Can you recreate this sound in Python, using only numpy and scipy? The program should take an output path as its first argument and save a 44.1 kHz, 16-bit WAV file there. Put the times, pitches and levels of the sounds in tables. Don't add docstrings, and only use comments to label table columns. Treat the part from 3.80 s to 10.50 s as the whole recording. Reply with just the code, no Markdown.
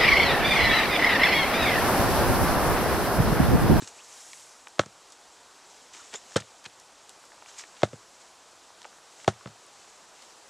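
import sys
import numpy as np
from scipy import signal
from scipy.io import wavfile

SR = 44100
rng = np.random.default_rng(int(sys.argv[2]) if len(sys.argv) > 2 else 0)


def to_linear_factor(level_db):
    exponent = np.asarray(level_db, float) / 20
    return 10 ** exponent


def inscribe(sig):
    pcm = np.round(np.clip(np.atleast_2d(sig).T, -1, 1) * 32767)
    wavfile.write(sys.argv[1], SR, pcm.astype(np.int16))


N = 295290

# freq_hz, density_db_per_hz
WOOD_SPECTRUM = [(15, -48), (25, -18), (59, -14.5), (140, -14.5), (178, -13), (221, -11.5), (340, -7),
                 (379, -5), (510, -4.5), (704, -2.5), (784, -0.5), (1500, -6.5), (2010, -11), (7520, -9),
                 (15600, -42.5)]
# time_s, level_db
BREEZE = [(0.0, -54.5), (0.56, -58.5), (2.46, -56.5), (3.04, -58), (3.8, -57), (4.6, -58), (5.5, -57.5),
          (6.7, -57)]
# freq_hz, density_db_per_hz
CLOTH_SPECTRUM = [(530, -22), (900, -5), (1260, -6.5), (2310, -4), (2930, -3.5), (4330, -4), (6980, 6),
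                  (11100, -33), (15500, -30)]
# peak_s, level_db, dullness_db, swell_s, fade_s (swell and fade span 20 dB)
RUB_STROKES = [(0.031, -47, 8, 0.043, .05), (0.079, -43.5, -5, 0.0091, 0.024), (0.13, -61, 14, .05, 0.26),
               (0.366, -50.5, -17, 0.31, 0.57), (0.6, -56.5, -28, 0.56, 0.37), (1.326, -50, -7, .004, .025),
               (1.902, -54.5, -3, .037, 0.33), (2.136, -49, 7, 0.0099, 0.35), (2.34, -50, 21, 0.028, 0.027),
               (2.358, -45, 4, 0.018, 0.025), (2.55, -49.5, 3, 0.11, 0.0046),
               (2.862, -48, 21.5, 0.021, 0.012), (3.3, -52, -3, .004, .04), (3.685, -50.5, 4, .027, 0.15),
               (3.793, -41.5, 6, 0.033, 0.048), (4.02, -56.5, 13.5, 0.23, .004),
               (4.415, -57, 3, 0.081, 0.036), (5.06, -52, 3, .004, .01), (5.44, -53, 5, 0.23, .004),
               (6.02, -58.5, 7, 0.21, 0.16), (6.101, -59, 5, 0.015, .004), (6.426, -58, 10, 0.21, 0.11),
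               (6.506, -58, 13, .012, 0.023)]
# time_s, pitch_hz, level_db
SQUEAKS = [
    [(.185, 2300, -56), (.195, 2500, -50), (.212, 3520, -54.5)],
    [(2.185, 1880, -66), (2.197, 1524, -50.5), (2.215, 1240, -53), (2.23, 1080, -56)],
    [(2.343, 2890, -60), (2.352, 3320, -50), (2.359, 3550, -40.5), (2.364, 3550, -53), (2.385, 3500, -61)],
]
SQUEAK_OCTAVES = [-22, -16, 10]
# start_s, peak_db, centre_hz
TWIG_TICKS = [(0.193, -44, 2450), (0.533, -30, 1500), (0.753, -43.5, 893), (0.871, -29, 1350),
              (1.569, -41, 1450), (2.195, -37, 1470), (2.344, -25, 3400), (2.52, -36, 1390),
              (2.6, -29, 1740), (2.621, -32.5, 1750), (2.849, -37, 1300), (2.86, -40, 1320),
              (3.439, -39, 1190), (3.519, -33.5, 1590), (3.532, -37, 930), (3.623, -31.5, 1250),
              (3.66, -33, 1320), (3.685, -40, 1630), (3.807, -34, 1280), (3.838, -29.5, 990),
              (4.087, -37, 3200), (4.904, -36, 920), (5.017, -38, 1330), (5.045, -30, 1330),
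              (5.051, -26, 1050), (5.129, -39, 1340), (5.185, -41.5, 1080), (5.445, -27.5, 1490),
              (5.535, -38, 1960), (5.61, -36, 980)]
# start_s, peak_db, centre_hz
FIBRE_SNAPS = [(0.0444, -28, 5600), (0.0752, -25.5, 4600), (0.289, -37, 7130), (0.5318, -29, 3700),
               (0.5977, -37, 6700), (0.8829, -32, 7780), (1.0304, -49, 3900), (1.06, -29.5, 5540),
               (1.3029, -35, 6900), (1.3217, -28.5, 6730), (2.5698, -8.5, 3520), (2.8423, -30, 6620),
               (2.8543, -29, 4650), (2.9988, -31, 7600), (3.4533, -36, 6740), (3.58, -38, 664),
               (3.661, -40, 3000), (3.812, -28, 6300), (3.84, -40, 3000), (5.0296, -36, 3490),
               (5.4448, -32, 6900), (5.486, -21.5, 6910), (5.673, -33.5, 3180), (5.8654, -34, 7440),
               (6.4212, -32, 7040)]
# start_s, peak_db, centre_hz, t60_s, snap_db
CORD_CRACKS = [(2.3340, -32, 480, 0.031, -9), (2.34, -26, 3320, 0.0042, 12),
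               (2.345, -29.5, 526, 0.032, -18), (2.5654, -17, 5480, 0.013, 9.5),
               (2.6020, -27.5, 4960, 0.05, -6), (2.611, -37, 4000, .03, -6),
               (3.294, -29.5, 7000, 0.022, 7.5), (5.018, -38, 3420, 0.013, 11.5),
               (5.0520, -33, 610, 0.033, -1)]
# t60_s, width_octaves at -36 dB, widening_octaves_per_db, snap_db
TWIG_RESONANCE = (.013, 1.2, .04, -3)
FIBRE_RESONANCE = (.013, 1.2, .015, -3)
# freq_hz, level_db, t60_s
GROUND_MODES = [(91.6, -42, 0.35), (120, -26.5, 0.2), (158, -8, 0.045), (210.6, -13, 0.085)]
# freq_hz, level_db, t60_s
BODY_MODES = [(337, -2.5, 0.041), (462, -17.5, 0.029), (585, -12, 0.035), (702, -7, 0.039)]
# freq_hz, level_db, t60_s
COUPLED_MODES = [(601, 1, 0.016)]
# freq_hz, level_db, t60_s
UPPER_MODES = [(1120, -7.5, 0.025), (1314, -11, 0.041), (1487, -10, 0.019), (1725, -9.5, 0.014),
               (2115, -13, 0.029), (2644, -13, 0.011), (3490, -7.5, 0.0078), (4820, -13.5, 0.0066)]
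# centre_hz, level_db, t60_s
BARK_BANDS = [(2500, 3, 0.017), (4640, 3.5, 0.009), (8400, -34, 0.004), (752, 1, 0.069), (1340, 1.5, 0.081),
              (3000, 0, 0.079), (4630, -7, 0.1), (6320, -7, 0.088), (11500, -3, 0.043)]
# start_s, force_db, pitch_ratio, thud_db, upper_db
BLOWS = [
    (0.9937, -11, 0.95, -4.5, 4),
    (2.5602, -14.5, 0.85, 3, -1.5),
    (4.0323, -8, 1.015, -3, -4),
    (5.4785, -8, 1.1, -1, -3.5),
]
# start_s, force_db, pitch_ratio, upper_db, crack_db
GLANCES = [
    (0.9930, -25, 1.26, 2.5, 5),
    (2.3420, -39, 1, -3, 4),
    (2.5586, -28.5, 1.21, 4, -1),
    (2.5660, -30, 0.81, 4, 10),
    (4.019, -41, 1.43, 8.5, 1),
    (4.0318, -25.5, 1.62, 4, -0.5),
    (5.4773, -23, 2, -5, 2.5),
]
# start_s, force_db, pitch_ratio, thud_db, upper_db
BOUNCES = [
    (0.0215, -30, 0.39, 0, -27),
    (0.982, -49.5, 1.2, -9, 12),
    (1.034, -48, 1.2, 2, 15.5),
    (1.061, -45, 0.69, 12, 7),
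    (2.862, -57.5, .7, 18, 5),
    (4.1310, -36.5, 0.78, 2, -2.5),
    (4.1383, -46, 0.66, 16, -2),
    (5.6581, -37.5, 0.89, 12.5, 7),
    (5.674, -43.5, 1.1, 15, 5),
]
# start_s, thud_db
SHUDDERS = [
    (1.0900, -53),
    (2.607, -32.5),
    (5.701, -41),
]
# delay_s, level_db
ECHOES = [
    (.0021, -15.5),
    (.0075, -35.5),
    (.019, -27),
    (.041, -37),
]


def rms_one(x):
    return x / np.sqrt(np.mean(x ** 2) + 1e-20)


def drift(rate_hz):
    pole = np.exp(-80 * np.pi * rate_hz / SR)
    noise = rng.standard_normal(N // 40 + 2002)
    slow = signal.lfilter([1], [1, -2 * pole, pole ** 2], noise)[2000:]
    return np.interp(np.arange(N) / 40, np.arange(len(slow)), rms_one(slow))


def band(x, centre_hz, octaves):
    edges_hz = centre_hz * 2. ** (np.array([-.5, .5]) * octaves)
    edges_hz = np.clip(edges_hz, 10, .45 * SR)
    return signal.sosfilt(signal.butter(2, edges_hz, "band", fs=SR, output="sos"), x)


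def coloured(source, spectrum, flicker_db):
    out = 0
    freq_hz, density_db = np.transpose(spectrum)
    for k, centre_hz in enumerate(28 * 2 ** np.arange(0, 9.3, 1 / 3)):
        gain_db = np.interp(np.log(centre_hz), np.log(freq_hz), density_db, left=-90)
        gain = to_linear_factor(gain_db + flicker_db * drift(16.4))
        out = out + gain * band(source[k % 2], centre_hz, 1 / 3)
    return rms_one(out)


def add(out, start_s, sound):
    i = round(start_s * SR)
    out[i:i + len(sound)] += sound[:N - i]


def background():
    time_s, level_db = np.transpose(BREEZE)
    air = coloured(rng.standard_normal((2, N)), WOOD_SPECTRUM, flicker_db=0.89)
    return to_linear_factor(np.interp(np.arange(N) / SR, time_s, level_db) + 3.5) * air


def strokes():
    t = np.arange(N) / SR
    level, weighted_db = np.full(N, 1e-9), np.zeros(N)
    for peak_s, level_db, dull_db, swell_s, fade_s in RUB_STROKES:
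        before = (peak_s - t) / max(swell_s, .002)
        after = (t - peak_s) / max(fade_s, .002)
        gain = to_linear_factor(level_db - 20 * np.where(t < peak_s, before, after))
        level = level + gain
        weighted_db = weighted_db + gain * dull_db
    return level, to_linear_factor(weighted_db / level)


def rustle(grain_db):
    level, dull = strokes()
    grain = to_linear_factor(grain_db * np.minimum(rng.exponential(1, (2, N)), 4))
    slips = rng.standard_normal((2, N)) * grain
    coarse = slips[0, ::-1] * to_linear_factor(5.3 * drift(250))
    drag = rms_one(band(band(coarse, 2450, 2.5), 1840, 2.8))
    hiss = rms_one(band(slips[1, ::-1], 8400, 0.59))
    cloth = coloured(slips, CLOTH_SPECTRUM, flicker_db=1.5)
    return level * (cloth + to_linear_factor(-11.5) * dull * drag + to_linear_factor(-22.0) / (dull + 0.087) * hiss)


def squeaks(wobble):
    out, t = 0, np.arange(N) / SR
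    shake = 1 + wobble * drift(150)
    for rows, octave_db in zip(SQUEAKS, SQUEAK_OCTAVES):
        time_s, pitch_hz, level_db = np.transpose(rows)
        phase = 2 * np.pi * np.cumsum(np.interp(t, time_s, pitch_hz) * shake) / SR
        level = to_linear_factor(np.interp(t, time_s, level_db, left=-120, right=-120))
        out = out + level * (np.sin(phase) + to_linear_factor(octave_db) * np.sin(2 * phase))
    return out


def small_parts():
    rows = []
    for start_s, peak_db, hz, t60_s, snap_db in CORD_CRACKS:
        rows.append((start_s, peak_db, hz, t60_s, 1.23 + 0.04 * hz / 1000, snap_db))
    for table, resonance in ((TWIG_TICKS, TWIG_RESONANCE), (FIBRE_SNAPS, FIBRE_RESONANCE)):
        t60_s, octaves, octaves_per_db, snap_db = resonance
        for start_s, peak_db, hz in table:
            rows.append((start_s, peak_db, hz, t60_s, octaves + octaves_per_db * (peak_db + 36), snap_db))
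    return rows


def ticks():
    out, t = np.zeros(N), np.arange(SR // 10) / SR
    for start_s, peak_db, hz, t60_s, octaves, snap_db in small_parts():
        noise = rng.standard_normal(len(t)) * to_linear_factor(-60 * t / max(t60_s, .002))
        burst = band(noise, hz, max(octaves, .2))
        snap = band((t == 0) + 1e-18, hz, 2.17)
        tick = burst / np.abs(burst).max() - to_linear_factor(snap_db) * snap / snap.max()
        add(out, start_s, to_linear_factor(peak_db - 5.5) * tick)
    return out


def contacts():
    blow_bark_db, bounce_bark_db, glance_thud_db, shudder_wood_db = -23.5, -50, -28, -22
    rows = [row + (blow_bark_db - row[1],) for row in BLOWS]
    rows += [row + (bounce_bark_db - row[1],) for row in BOUNCES]
    for start_s, force_db, ratio, upper_db, crack_db in GLANCES:
        rows.append((start_s, force_db, ratio, glance_thud_db, upper_db, crack_db))
    for start_s, thud_db in SHUDDERS:
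        rows.append((start_s, thud_db + shudder_wood_db, .85, -shudder_wood_db, -9, -15))
    return rows


def ring(force, modes, ratio, sign=1):
    out = 0
    for k, (hz, level_db, t60_s) in enumerate(modes):
        r = to_linear_factor(-60 / (t60_s * SR))
        w = 2 * np.pi * hz * ratio / SR
        mode = signal.lfilter([0, np.sin(w)], [1, -2 * r * np.cos(w), r * r], force)
        out = out + sign ** k * to_linear_factor(level_db) * mode
    return out


def bark_crack(t, grit_db):
    grit = rng.standard_normal(len(t)) * to_linear_factor(grit_db * np.minimum(rng.exponential(1, len(t)), 4))
    out = 0
    for hz, level_db, t60_s in BARK_BANDS:
        out = out + rms_one(band(grit, hz, 1) * 1.0) * to_linear_factor(level_db - 60 * t / t60_s)
    return out


def knocks(contact_s, grit_db):
    out, t = np.zeros(N), np.arange(SR // 3) / SR
    force = np.sin(np.pi * np.minimum(t / contact_s, 1))
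    force = force / force.sum() + 1e-18
    settle = to_linear_factor(-9 / (1 + np.exp(-np.minimum((t - .0058) / 0.00078, 30))))
    edge = (t == 0) + 1e-18
    for start_s, force_db, ratio, thud_db, upper_db, crack_db in contacts():
        crack = bark_crack(t, grit_db)
        top_hz = min(9000 * to_linear_factor(0.46 * (force_db + 22.0)), 15000)
        hard = signal.sosfilt(signal.butter(2, top_hz, fs=SR, output="sos"), edge)
        wood = -ring(force, BODY_MODES, ratio)
        wood += to_linear_factor(-26.5) * ring(ring(force, COUPLED_MODES, ratio), COUPLED_MODES, ratio)
        wood = settle * wood + to_linear_factor(upper_db) * ring(hard, UPPER_MODES, 0.99, sign=-1.0)
        thud = to_linear_factor(thud_db) * ring(force, GROUND_MODES, 0.95)
        add(out, start_s, to_linear_factor(force_db) * (wood - thud + to_linear_factor(crack_db - 9) * crack))
    return out


def clearing(x):
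    x = signal.sosfilt(signal.butter(6, 90, "high", fs=SR, output="sos"), x)
    x = signal.sosfilt(signal.butter(4, 9000, fs=SR, output="sos"), x)
    dull = signal.sosfilt(signal.butter(1, 3500, fs=SR, output="sos"), x)
    out = x.copy()
    for delay_s, level_db in ECHOES:
        add(out, delay_s, to_linear_factor(level_db) * dull)
    return out


def scene():
    near = squeaks(wobble=.025) + ticks() + knocks(contact_s=0.00078, grit_db=5.0)
    mono = background() + rustle(grain_db=3.5) + clearing(near)
    return np.array([mono, mono])


def band_limit(x):
    return signal.sosfilt(signal.butter(12, 15710, fs=SR, output="sos"), x)


def record(dry):
    mix = signal.sosfilt(signal.cheby2(10, 50, 16300, fs=SR, output="sos"), dry)
    return band_limit(mix)


dry = scene()
out = record(dry)
inscribe(out)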